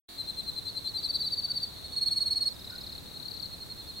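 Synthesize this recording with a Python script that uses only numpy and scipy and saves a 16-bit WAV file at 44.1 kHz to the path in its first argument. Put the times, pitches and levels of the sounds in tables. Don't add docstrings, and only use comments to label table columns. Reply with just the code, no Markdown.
import sys
import numpy as np
from scipy import signal
from scipy.fft import rfft, irfft, next_fast_len
from scipy.io import wavfile
from scipy.ndimage import map_coordinates

SR = 44100
rng = np.random.default_rng(int(sys.argv[2]) if len(sys.argv) > 2 else 0)


def attenuation_scalar(level_db):
    decades = np.asarray(level_db, float) / 20
    return 10 ** decades


def inscribe(sig):
    pcm = np.round(np.clip(np.atleast_2d(sig).T, -1, 1) * 32767)
    wavfile.write(sys.argv[1], SR, pcm.astype(np.int16))


N = 176400


def unit(x):
    return x / np.sqrt(np.mean(x ** 2) + 1e-20)


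def along(points, hz):
    f, v = np.transpose(points)
    return np.interp(np.log(hz + 1), np.log(f + 1), v)


def wobble(rate, size=N):
    knots = rng.standard_normal(int(size * rate / SR) + 4)
    return map_coordinates(knots, [np.arange(size) * rate / SR])


def coloured(x, points):
    m = next_fast_len(N + 8192)
    hz = np.fft.rfftfreq(m, 1 / SR)
    return irfft(rfft(x, m) * attenuation_scalar(along(points, hz)), m)[..., :N]


def add(out, start_s, sound, pan_db):
    i = max(round(start_s * SR), 0)
    part = sound[:max(N - i, 0)]
    sides = attenuation_scalar([[pan_db / 2], [-pan_db / 2]]) / np.cosh(pan_db / 2 * np.log(10) / 20)
    out[:, i:i + len(part)] += part * sides


def tone(hz, second_db, third_db):
    phase = 2 * np.pi * (np.cumsum(hz) / SR + rng.random())
    return 2 * (np.sin(phase) + attenuation_scalar(second_db) * np.sin(2 * phase) + attenuation_scalar(third_db) * np.sin(3 * phase))


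# loudest moment in seconds, level in dB.
SLOW = [(0.21, -30), (0.301, -30.5), (0.4, -29.5), (0.494, -30), (0.587, -31), (0.681, -30.5), (0.777, -30),
        (0.874, -28), (0.968, -28.5), (1.061, -28.5), (1.158, -29), (1.249, -31)]
ECHOING = [(0.479, -45), (0.591, -43), (0.699, -36.6), (0.788, -37), (0.895, -33.5)]
HIGH = [(0.989, -31), (1.046, -29.5), (1.103, -26), (1.158, -25), (1.217, -26.5), (1.275, -26),
        (1.335, -25), (1.392, -26), (1.45, -25.5), (1.513, -26.5), (1.574, -26.5), (1.638, -26)]
LOUD = [(1.862, -39), (1.943, -36), (1.984, -25.5), (2.033, -23.5), (2.081, -24), (2.131, -24),
        (2.181, -23.5), (2.227, -24), (2.279, -24), (2.328, -23.5), (2.379, -24), (2.429, -24),
        (2.478, -23.5)]
THIN = [(2.34, -51), (2.384, -55), (2.442, -48), (2.49, -47), (2.545, -51), (2.597, -49), (2.653, -49),
        (2.707, -47), (2.759, -49), (2.815, -47), (2.87, -51), (2.927, -50)]
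LATE = [(3.077, -48), (3.17, -41.5), (3.264, -40.5), (3.357, -39.5), (3.445, -37.5), (3.541, -38.5),
        (3.629, -38.5), (3.721, -37), (3.805, -39), (3.901, -37)]
STRAY = [(1.783, -46.5), (3.992, -39)]
# pitch in Hz, start above it in Hz, final drop in Hz,
# loudness at the start as a share (below 0 counts as 0), left-right difference in dB,
# second and third harmonic in dB, flutter in dB.
VOICES = [(SLOW, (4100.5, 139, 323, -0.22, 5.5, -24, -28, 1.3)),
          (ECHOING, (4360, 230, 250, .3, 0.1, -30, -40, 1.2)),
          (HIGH, (4598, -101, 491, 0, 1, -27.5, -42, 1.24)),
          (LOUD, (4340.5, -15, 372, 0.65, -1.5, -20, -33, -1.2)),
          (THIN, (5038, 220, 330, .4, -3, -28, -40, 1)),
          (LATE, (4241.5, 110.5, 280, -0.54, -1.5, -25.5, -38, -0.1)),
          (STRAY, (4233, 61, 250, 0.65, -1, -26, -35, 0.2))]
# swell in seconds, fall in seconds,
# how long before the loudest moment the sag begins in seconds, attack in seconds.
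STROKES = [
    (.04, .009, .002, .014),
    (.022, .008, .004, .01),
    (.025, .011, .007, .01),
    (.024, .008, .005, .005),
    (.007, .005, .001, .004),
    (.04, .009, .004, .012),
    (.038, .009, .004, .012),
]


def singers():
    kick_s, kick_db, sag_curve = .0045, -9, 2.47
    out = np.zeros((2, N))
    for (notes, voice), (swell, fall, sag, attack) in zip(VOICES, STROKES):
        hz, lead_hz, drop_hz, share, pan_db, second_db, third_db, flutter_db = voice
        t = np.arange(-swell, fall + kick_s, 1 / SR)
        early = np.clip(-t / swell, 0, 1)
        late = np.clip((t + sag) / (sag + fall + kick_s), 0, 1)
        onset = np.clip((t + swell) / attack, 0, 1)
        rise = 1 - (1 - np.clip(share, 0, 1)) * early
        decay = 1 - np.clip(t / fall, 0, 1) ** 3.7
        kick = attenuation_scalar(kick_db) * np.sin(np.pi * np.clip((t - fall) / kick_s, 0, 1))
        stroke = onset * rise * decay + kick
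        for s, db in notes:
            pitch = hz + lead_hz * early ** 2 - drop_hz * late ** sag_curve
            pitch = pitch + 14 * wobble(205, size=len(t)) + 8 * rng.standard_normal()
            size = stroke * attenuation_scalar(db - 5 + flutter_db * wobble(286, size=len(t)))
            note = size * tone(pitch, second_db, third_db)
            add(out, s - swell, note, pan_db + 0.38 * rng.standard_normal())
    return out


def sweep(top_hz, foot_hz, fall_hz_per_s):
    t = np.arange(-.002, max(top_hz - foot_hz, 99) / fall_hz_per_s, 1 / SR)
    u = np.linspace(0, 1, len(t))
    flutter_db = 2 * wobble(450, size=2000)[:len(t)]
    shape = np.sin(np.pi * u ** .8) * attenuation_scalar(flutter_db)
    pitch = top_hz - fall_hz_per_s * t[-1] * u ** 1.3 + 20 * wobble(350, size=2000)[:len(t)]
    return .5 * shape * tone(pitch, -29, -21)


# first stroke in seconds, period in seconds, number of strokes,
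# strokes needed to warm up, fall of pitch in Hz per second.
TRILLS = [
    (.918, .02822, 16, 5, 55000),
    (1.26, .0291, 14, 6, 65000),
    (1.834, .0302, 7, 3, 60000),
    (2.565, .02828, 16, 6, 53000),
    (3.061, .02903, 15, 8, 62000),
]
# first top in Hz, last top in Hz, foot in Hz.
RANGES = [(4000, 4400, 3500), (4000, 4600, 3600), (3900, 4000, 3450), (3900, 4450, 3520),
          (3850, 4630, 3700)]
# level in dB, left-right difference in dB.
SWEEPS = [(-38, 2.5), (-39, 13), (-47, 5), (-38, 1.5), (-36, 12)]


def sweepers():
    mark_hz, warm_db = 3750, -8.5
    out = np.zeros((2, N))
    for trill, (low_hz, high_hz, foot_hz), (db, pan_db) in zip(TRILLS, RANGES, SWEEPS):
        first, period, count, warm, fall = trill
        for k in range(count):
            cold = max(1 - k / warm, 0)
            top = high_hz + (low_hz - high_hz) * cold + 20 * rng.standard_normal()
            s = first + k * period - (top - mark_hz) / fall
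            level = attenuation_scalar(db + warm_db * cold ** 2 + 0.39 * rng.standard_normal())
            add(out, s, level * sweep(top, foot_hz, fall), pan_db)
    return out


# middle of the croak in seconds, level in dB, left-right difference in dB.
CROAKS = [
    (1.501, -52.5, -3),
    (2.735, -45, -13),
]


def frog():
    pitch_hz, period_s, pulse_s, span_s = 1470, .0132, .0035, .028
    out = np.zeros((2, N))
    t = np.arange(-.08, .08, 1 / SR)
    beat_s = ((t / period_s + .5) % 1 - .5) * period_s
    shape = np.exp(-(t / span_s) ** 2 - (beat_s / pulse_s) ** 2)
    for s, db, pan_db in CROAKS:
        add(out, s - .08, attenuation_scalar(db) * shape * np.sin(2 * np.pi * pitch_hz * beat_s), pan_db)
    return out


def echoes(x):
    t60_s, delay_s = 0.16, 0.0088
    slope_db, slope_s, slope_spread_s = 11, .043, .004
    t = np.arange(SR // 3) / SR
    tail = rng.standard_normal((2, len(t))) * attenuation_scalar(-60 * t / t60_s) * (t > delay_s)
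    tail = tail * (1 + attenuation_scalar(slope_db) * np.exp(-((t - slope_s) / slope_spread_s) ** 2))
    dull = signal.lfilter(*signal.butter(2, 6000, fs=SR), x.mean(0))
    return signal.fftconvolve(dull[None], tail / np.linalg.norm(tail[0]), axes=1)[:, :N]


# frequency in Hz, level in dB.
CHORUS = [(3050, -20.5), (3400, -13), (3800, -3.5), (4300, 2), (4620, -11), (4800, -41.5)]
# frequency in Hz, level in dB.
LOW_CHORUS = [(3100, -25.5), (3450, -0.5), (3750, 0), (4000, -23.5)]


def chorus():
    strokes_per_s, stroke_share, chorus_db = 300, 0.75, -50.5
    low_db, low_fade_db = -5, -10
    out = np.zeros((2, N))
    for s, top, db, pan in rng.random((int(strokes_per_s * N / SR), 4)):
        stroke = sweep(3700 + 1300 * top, 3100 + 1200 * top, 60000)
        add(out, s * N / SR, attenuation_scalar(5.2 * db) * stroke, 24 * (pan - .45))
    blur = unit(coloured(rng.standard_normal((2, N)), CHORUS))
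    deep = unit(coloured(rng.standard_normal((2, N)), LOW_CHORUS))
    deep_level = attenuation_scalar(low_db + low_fade_db * np.arange(N) / N + 4.1 * wobble(30.05))
    shimmer = stroke_share * unit(coloured(out, CHORUS)) + blur + deep_level * deep
    return attenuation_scalar(chorus_db + 1.4 * wobble(1.71)) * shimmer


# frequency in Hz, level in dB.
AIR = [(25, -12), (70, 0), (130, -3), (300, -8), (1000, -17), (2500, -24), (6000, -26.5), (15500, -69)]
# frequency in Hz, level in dB.
HISS = [(1500, -11.5), (4000, -11), (8000, 1.5), (15600, -1.5)]
# frequency in Hz, likeness from 0 to 1.
ALIKE = [(30, 0.53), (90, 0.3), (200, 0.11), (500, .02), (5000, 0.074), (8000, 0.25)]


def air():
    air_db, hiss_db = -49, -57
    m = next_fast_len(N)
    hz = np.fft.rfftfreq(m, 1 / SR)
    turn = np.arccos(np.clip(along(ALIKE, hz), -1, 1)) / 2
    mid, side = irfft(rfft(rng.standard_normal((2, m))) * [np.cos(turn), np.sin(turn)], m)[:, :N]
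    wash = unit(coloured(np.array([mid + side, mid - side]), AIR))
    hiss = unit(coloured(rng.standard_normal(N), HISS))
    return attenuation_scalar(air_db + 0.31 * wobble(3.23)) * wash + attenuation_scalar(hiss_db) * hiss


def scene():
    near = singers() + sweepers() + frog()
    return near + attenuation_scalar(-12) * echoes(near) + chorus() + air()


def low_pass(x):
    return signal.sosfilt(signal.butter(12, 17030, fs=SR, output="sos"), x)


def record(dry):
    start_s, loop, loops, top_hz = .083, 941, 4, 15830
    a = round(start_s * SR)
    b = a + loop * loops
    stutter = np.tile(dry[:, b - loop:b], loops)
    x = np.concatenate([0 * dry[:, :a], stutter, dry[:, b:]], axis=1)
    x = x * np.clip((np.arange(N) - a) / (0.0093 * SR), 0, 1)
    x = irfft(rfft(x) * (np.fft.rfftfreq(N, 1 / SR) < top_hz), N)
    return low_pass(x)


dry = scene()
out = record(dry)
inscribe(out)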